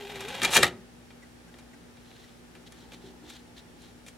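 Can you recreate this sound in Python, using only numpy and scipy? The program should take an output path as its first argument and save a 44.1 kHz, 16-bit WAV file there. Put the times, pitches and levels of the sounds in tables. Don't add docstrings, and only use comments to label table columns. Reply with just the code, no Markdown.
import sys
import numpy as np
from scipy import signal
from scipy.fft import rfft, irfft, next_fast_len
from scipy.io import wavfile

SR = 44100
rng = np.random.default_rng(int(sys.argv[2]) if len(sys.argv) > 2 else 0)


def pcm_store(signal):
    levels = np.round(np.clip(np.atleast_2d(signal), -1, 1) * 32767)
    wavfile.write(sys.argv[1], SR, levels.astype(np.int16).T)


N = 184073
TIME = np.arange(N) / SR

# frequency in Hz, correlation.
NEAR_LIKENESS = [(150, 0.97), (700, 0.94), (2400, 0.94), (4400, 0.84), (15000, 0.64)]

STOP_S, SEATING_S = 0.562, 0.025
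TOUCH_S = 0.0011


def from_db(db):
    return 10 ** (np.asarray(db) / 20)


def rms_one(x):
    return x / np.sqrt(np.mean(x ** 2) + 1e-20)


def at_hz(points, hz):
    point_hz, values = np.transpose(points)
    return np.interp(np.log(hz + 0.001), np.log(point_hz), values)


def cut(x, hz, kind, order=2):
    sections = signal.butter(order, np.clip(hz, 10, 0.45 * SR), kind, fs=SR, output="sos")
    return signal.sosfilt(sections, x + 1e-18)


def drift(rate):
    knots = rng.standard_normal(4096)
    return np.interp(TIME * rate, np.arange(len(knots)), knots)


def stereo_pair(mid, side, likeness):
    alike = np.clip(likeness, -1, 1)
    return np.sqrt(1 + alike) * mid + np.sqrt(1 - alike) * side * [[1], [-1]]


def noise(spectrum, likeness, grain_db=0):
    size = next_fast_len(N)
    hz = np.arange(size // 2 + 1) * SR / size
    grain = from_db(grain_db * np.minimum(rng.exponential(1, N), 6))
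    mid, side = rfft(rng.standard_normal((2, N)) * grain, size)
    pair = stereo_pair(mid, side, at_hz(likeness, hz))
    coloured = pair * from_db(at_hz(spectrum, hz))
    return rms_one(irfft(coloured, size)[:, :N])


def resonate(x, resonances):
    out = 0
    for hz, width, db in resonances:
        radius = np.exp(-np.pi * max(width, 10) / SR)
        zeros = np.array([1, 0, -1]) * (1 - radius ** 2) / 2
        poles = [1, -2 * radius * np.cos(2 * np.pi * hz / SR), radius ** 2]
        out = out + from_db(db) * signal.lfilter(zeros, poles, x)
    return out


def frame(x, share):
    # frequency in Hz, width in Hz, relative level in dB.
    frame_modes = [(495, 26, 0), (880, 26, -4), (1352, 40.2, -7.5), (1523, 32, -1.5), (1789, 73, -4.5),
                   (2383, 52, 3.5), (2786, 44.4, -4.5), (3317, 50, 4), (3730, 142, 2.5), (6600, 42.3, -3),
                   (7090, 220, -6)]
    return x + share * resonate(x, frame_modes)


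def case(x, echo_db=-7, fade_s=0.0069, count=40):
    delays = rng.uniform(0.001, 0.03, count)
    sizes = np.exp(-delays / fade_s) * rng.choice([-1, 1], count)
    echoes = np.zeros(SR // 20)
    echoes[(delays * SR).astype(int)] = from_db(echo_db) * sizes / np.linalg.norm(sizes)
    reflected = signal.oaconvolve(x, echoes[None], axes=1)[:, :N]
    return x + cut(reflected, 920, "high")


def contacts(blows, crack_s, rattle_s, rattle_db, tail_db, bass_db, treble_db, chatter_db=3.0):
    # frequency in Hz, relative level in dB per Hz.
    plastic = [(59, -36), (100, -5), (259, -10.5), (364, -10.5), (422, -25.5), (479, -2.5), (1050, -3.5),
               (1500, -2.5), (2200, -3), (3660, -4.5), (4720, -10.5), (10800, -16), (15800, -41.5)]
    # frequency in Hz, time to die by 60 dB in seconds.
    ring_time = [(100, 0.64), (400, 0.46), (1000, 0.31), (3000, 0.22), (8000, 0.2), (15000, 0.057)]
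    t = TIME[:SR // 2]
    before = t[:SR // 20][::-1]
    edges = 90 * 2 ** (np.arange(17) * 15 / 32)
    chatter = rms_one(from_db(chatter_db * drift(900)))
    white = rng.standard_normal((2, 2, N)) * chatter
    out = np.zeros((2, N))
    for k, (low, high) in enumerate(zip(edges, edges[1:])):
        hz = np.sqrt(low * high)
        in_bass = at_hz([(600, 1.0), (1200, 0.082)], hz)
        in_treble = at_hz([(3500, 0.14), (6000, 0.98)], hz)
        crack = np.exp(-t / crack_s)
        rattle = from_db(rattle_db) * np.exp(-t / rattle_s)
        ring = from_db(tail_db - 60 * t / at_hz(ring_time, hz))
        decay = crack + rattle + ring
        power = np.zeros(N + SR)
        for s, level, bass, treble, rise_s in blows:
            tone_db = (bass + bass_db) * in_bass + (treble + treble_db) * in_treble
            size = from_db(level + tone_db + at_hz(plastic, hz))
            scrape = np.exp(-before / max(rise_s, 1 / SR))
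            at = round(s * SR)
            shape = size * np.concatenate([scrape, decay])
            power[at - len(scrape):at + len(t)] += shape ** 2
        mid, side = cut(white[k % 2] * np.sqrt(power[:N]), [low, high], "band")
        out += stereo_pair(mid, side, at_hz(NEAR_LIKENESS, hz))
    return out


def room_floor(level_db=-54):
    # frequency in Hz, relative level in dB per Hz.
    room_colour = [(15, -65.5), (25, -25), (59, -8), (123, -9.5), (141, -11.5), (170, -5.5), (205, -14.5),
                   (250, -6.5), (316, -15.5), (352, -9.5), (640, -16.5), (1040, -21), (1510, -19.5),
                   (2030, -22), (9990, -32.5), (15800, -43)]
    # frequency in Hz, left-right correlation.
    room_likeness = [(60, 0.61), (200, 0.42), (500, 0.017), (15000, .1)]
    return from_db(level_db) * noise(room_colour, room_likeness)


def hum(level_db=-1.5, waver_db=0.7, smear=0.22, spread=0.67):
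    # frequency in Hz, relative level in dB rms.
    hum_tones = [(59.2, -62.5), (118.4, -65.5), (173, -66), (239.8, -56.5), (473, -71.5), (779, -73.5),
                 (863, -74), (1798, -77), (5561, -78), (10018, -81.5)]
    sides = spread * np.array([[0.5], [-0.5]])
    out = 0
    for hz, db in hum_tones:
        phase = 2 * np.pi * hz * TIME + smear * (hz / 240) ** 0.5 * drift(11)
        level = np.sqrt(2) * from_db(db + level_db + waver_db * drift(12))
        out = out + level * np.sin(phase + sides)
    return out


def grip_db():
    grip_s, peak_db, rest_db = 2.99, -55.5, -64.5
    rise_db_per_s, fall_db_per_s = 22, 8.5
    away_db = np.maximum(rise_db_per_s * (grip_s - TIME), fall_db_per_s * (TIME - grip_s))
    return np.maximum(peak_db - away_db, rest_db)


def rustle(judder_db=2.5):
    # middle in seconds, half-length in seconds, relative level in dB.
    rubs = [(2.196, 0.14, -59.5), (2.672, 0.013, -54.5), (2.802, 0.058, -58.5), (2.937, 0.026, -52.5),
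            (3.064, 0.052, -57), (3.323, 0.067, -52.5), (3.586, 0.023, -53), (3.848, 0.051, -57.5)]
    # frequency in Hz, relative level in dB per Hz.
    rub_colour = [(1200, -13), (1900, -5), (2500, -10.5), (3300, -1.5), (4100, -1), (4800, -11),
                  (6000, -10.5), (9500, -19.5), (14000, -27)]
    rumble_colour = [(40, -45), (120, -12), (200, -10.5), (290, 7), (420, -4), (600, -13.5),
                     (850, -4.0), (1300, -37), (4000, -55.5)]
    pressure = sum(from_db(db) * np.exp(-((TIME - s) / half) ** 2) for s, half, db in rubs)
    texture = rms_one(case(noise(rub_colour, NEAR_LIKENESS, grain_db=2.5)))
    rub = pressure * from_db(judder_db * drift(150)) * texture
    rumble = noise(rumble_colour, NEAR_LIKENESS)
    return rub + rumble * from_db(grip_db() + 2.0 * drift(25.26))


def pickup(half_length_s=0.01):
    # middle in seconds, relative level in dB.
    twitches = [(1.232, -54), (1.485, -57.5), (1.739, -56.5), (2.243, -57)]
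    # resonance in Hz, width in Hz, relative level in dB.
    pickup_modes = [(1600, 52, 2.5), (1957, 85, -0.5), (5600, 110, -9), (6760, 340, -17)]
    push = sum(from_db(db) * np.exp(-((TIME - s) / half_length_s) ** 2) for s, db in twitches)
    return from_db(19.5) * resonate(push * rng.standard_normal(N) + 1e-18, pickup_modes)


def ticks(steepness=8.1):
    # start in seconds, relative level in dB, glance from 0 (dull, square) to 1 (bright, grazing).
    small_ticks = [(.156, -29, 0.4), (.206, -25.5, 0.62), (.285, -30, 0.7), (1.104, -38.5, .1),
                   (1.540, -40, 0.36), (1.586, -38.5, 0.6), (1.97, -43.5, .15), (2.113, -42, 0.076),
                   (2.551, -36, 0.33), (2.722, -43, 0.82), (2.920, -34.5, 0.43), (2.934, -39, 0.57),
                   (3.301, -40, 0.9), (3.819, -49.5, .88), (4.065, -38, .7), (4.084, -40.5, 0.92)]
    graze_s = 0.017
    s, db, glance = np.transpose(small_ticks)
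    glance = np.clip(glance, 0, 1)
    bass = np.interp(glance, [0, 1], (-1.5, -16))
    treble = np.interp(glance, [0, 1], (-30, -4.5))
    blows = list(zip(s, db, bass, treble, TOUCH_S + graze_s * glance ** steepness))
    struck = contacts(blows, crack_s=0.0041, rattle_s=0.015, rattle_db=-7.5, tail_db=-17.0,
                      bass_db=13.5, treble_db=18.5)
    return from_db(-8.0) * frame(struck, share=0.9)


def chassis(push_s=0.0015):
    # start in seconds, relative level in dB.
    bumps = [(.425, -31), (.565, -28.5), (0.583, -29.5), (0.631, -30.5), (2.554, -52.5), (2.935, -52.5),
             (3.040, -41)]
    # mode in Hz, relative level in dB, time to die by 60 dB in seconds.
    chassis_modes = [(73, -14, 0.329), (123.6, -10.5, 0.29), (178.2, -12.5, 0.66), (244, -8.5, 0.19),
                     (299.7, -9, 0.49), (359.3, -7.5, 0.4), (390, -8, 0.56)]
    out = np.zeros(N)
    for s, level_db in bumps:
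        start = int(s * SR)
        t = np.maximum(TIME - s, 0)[start:int((s + 1) * SR)]
        onset = 1 - np.exp(-t / push_s)
        chances = rng.standard_normal((len(chassis_modes), 2))
        for (hz, db, t60), (size, phase) in zip(chassis_modes, chances):
            fading = from_db(level_db + db + size - 60 * t / t60)
            out[start:start + len(t)] += fading * np.sin(2 * np.pi * (hz * t + phase)) * onset
    return out


def gears(octave_db=-13, flutter=0.009, rough_db=2.0, hiss_db=-67):
    # time in seconds, rate in Hz.
    mesh_rate = [(0, 421), (.06, 390), (.105, 427), (.16, 392.3), (.245, 391.5), (.32, 530), (.51, 554.7)]
    gear_db, fade_db_per_s = -52, 14
    coast_s, run_down_s = 0.28, 0.342
    sing_hz, sing_width_hz, sing_db = 387.7, 48, 8.5
    lift_s, lift_length_s, load_db = 0.585, 0.053, 11.5
    mesh_s, mesh_hz = np.transpose(mesh_rate)
    coasting = np.maximum(TIME - mesh_s[-1], 0)
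    hz = np.interp(TIME, mesh_s, mesh_hz) * np.exp(-coasting / coast_s)
    singing = sing_db / (1 + ((hz - sing_hz) / sing_width_hz) ** 2)
    load = load_db * np.exp(-((TIME - lift_s) / lift_length_s) ** 2)
    db = gear_db + singing + load - fade_db_per_s * coasting
    turning = np.sqrt(np.clip(1 - (coasting / run_down_s) ** 10, 0, 1))
    phase = 2 * np.pi * np.cumsum(hz * (1 + flutter * drift(129))) / SR
    teeth = np.sin(phase) + from_db(octave_db) * np.sin(2 * phase)
    mesh = np.sqrt(2) * from_db(db + rough_db * drift(54)) * teeth
    hiss_phase = 2 * np.pi * np.cumsum(12200 + 1.9 * hz) / SR
    hiss = cut(rng.standard_normal(N), 300, "low", order=1) * np.sin(hiss_phase)
    return mesh * turning + from_db(hiss_db) * rms_one(hiss) * (TIME < STOP_S)


def rails(judder_db=3.0):
    # frequency in Hz, relative level in dB per Hz.
    rail_colour = [(60, -14.5), (170, -5), (330, -12.5), (540, -6), (650, -9.5), (870, -4.5), (1150, -16),
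                   (1400, -11.5), (2400, -9.5), (3700, -12), (4800, -21), (7300, -24), (12000, -32),
                   (15800, -46)]
    # resonance in Hz, width in Hz, relative level in dB.
    tray_panel = [(841, 18, 2), (946, 17, -0.5)]
    slide_db, rise_db_per_s = -47, 23
    moving = np.interp(TIME, [STOP_S, STOP_S + SEATING_S], [1, 0])
    friction_db = slide_db + rise_db_per_s * np.minimum(TIME, STOP_S)
    grit = noise(rail_colour, NEAR_LIKENESS, grain_db=3.5) * from_db(judder_db * drift(220))
    rubbing = frame(grit, share=0.38) + resonate(grit, tray_panel)
    return from_db(friction_db) * moving * rms_one(case(rubbing))


def clamp(bounces=4):
    # resonance in Hz, width in Hz, relative level in dB.
    disc_modes = [(844, 43, -15), (1270, 25.2, -3), (1390, 40, -7.5), (1897, 64, 3), (2034, 28, -2.5),
                  (2995, 41, -2), (3650, 230, -5.5)]
    drop_s, drop_db = 0.632, -1
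    bounce_s, loss_db, least_db = 0.0113, 8, -17.5
    blows = [(drop_s, drop_db, -15, -9, 0.0031)]
    for k in range(1, bounces + 1):
        level = max(drop_db - k * loss_db, least_db)
        blows.append((drop_s + k * bounce_s, level, -7, -11.5, TOUCH_S))
    struck = contacts(blows, crack_s=0.0024, rattle_s=0.0067, rattle_db=-17, tail_db=-21.0,
                      bass_db=14.5, treble_db=13.0)
    return from_db(-6.5) * (struck + from_db(11) * resonate(struck, disc_modes))


def tray():
    # start in seconds, level in relative dB, treble in relative dB, scrape rise in seconds.
    knocks = [(.4175, -6, -17.5, 0.00023), (.433, -13, -3, 0.0028), (.441, -9, -26, 0.0011),
              (0.4482, -4.5, -9.5, 0.0028), (0.535, -8, -12, .0006), (.560, 2, -21.5, .0003),
              (0.5652, 1.5, -4, 0.00087), (.575, -4, -12.5, .001), (.585, -9, -14.5, 0.0037)]
    loose_bass_db, seated_bass_db = -23, -5.5
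    blows = [(0.554, -9, -18, -3, 0.02)]
    for s, db, treble, scrape_s in knocks:
        bass = np.interp(s, [STOP_S, STOP_S + SEATING_S], [loose_bass_db, seated_bass_db])
        blows.append((s, db, bass, treble, scrape_s))
    struck = contacts(blows, crack_s=0.0027, rattle_s=0.0064, rattle_db=-13.5, tail_db=-16.5,
                      bass_db=17.5, treble_db=12.5)
    return from_db(-7.0) * frame(struck, share=1.35)


def scene():
    background = room_floor() + hum() + rustle()
    mechanism = (pickup() + chassis() + gears()) * from_db([[0.5], [-0.5]])
    player = case(ticks() + clamp() + tray())
    return (background + mechanism + rails() + player) * from_db([[0.35], [-0.35]])


def record(dry, top=1.0, cutoff_hz=15850):
    rounded = dry / (1 + (dry / top) ** 4) ** (1 / 4)
    steep = signal.ellip(12, 0.1, 85, cutoff_hz, fs=SR, output="sos")
    return signal.sosfilt(steep, rounded)


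dry = scene()
out = record(dry)
pcm_store(out)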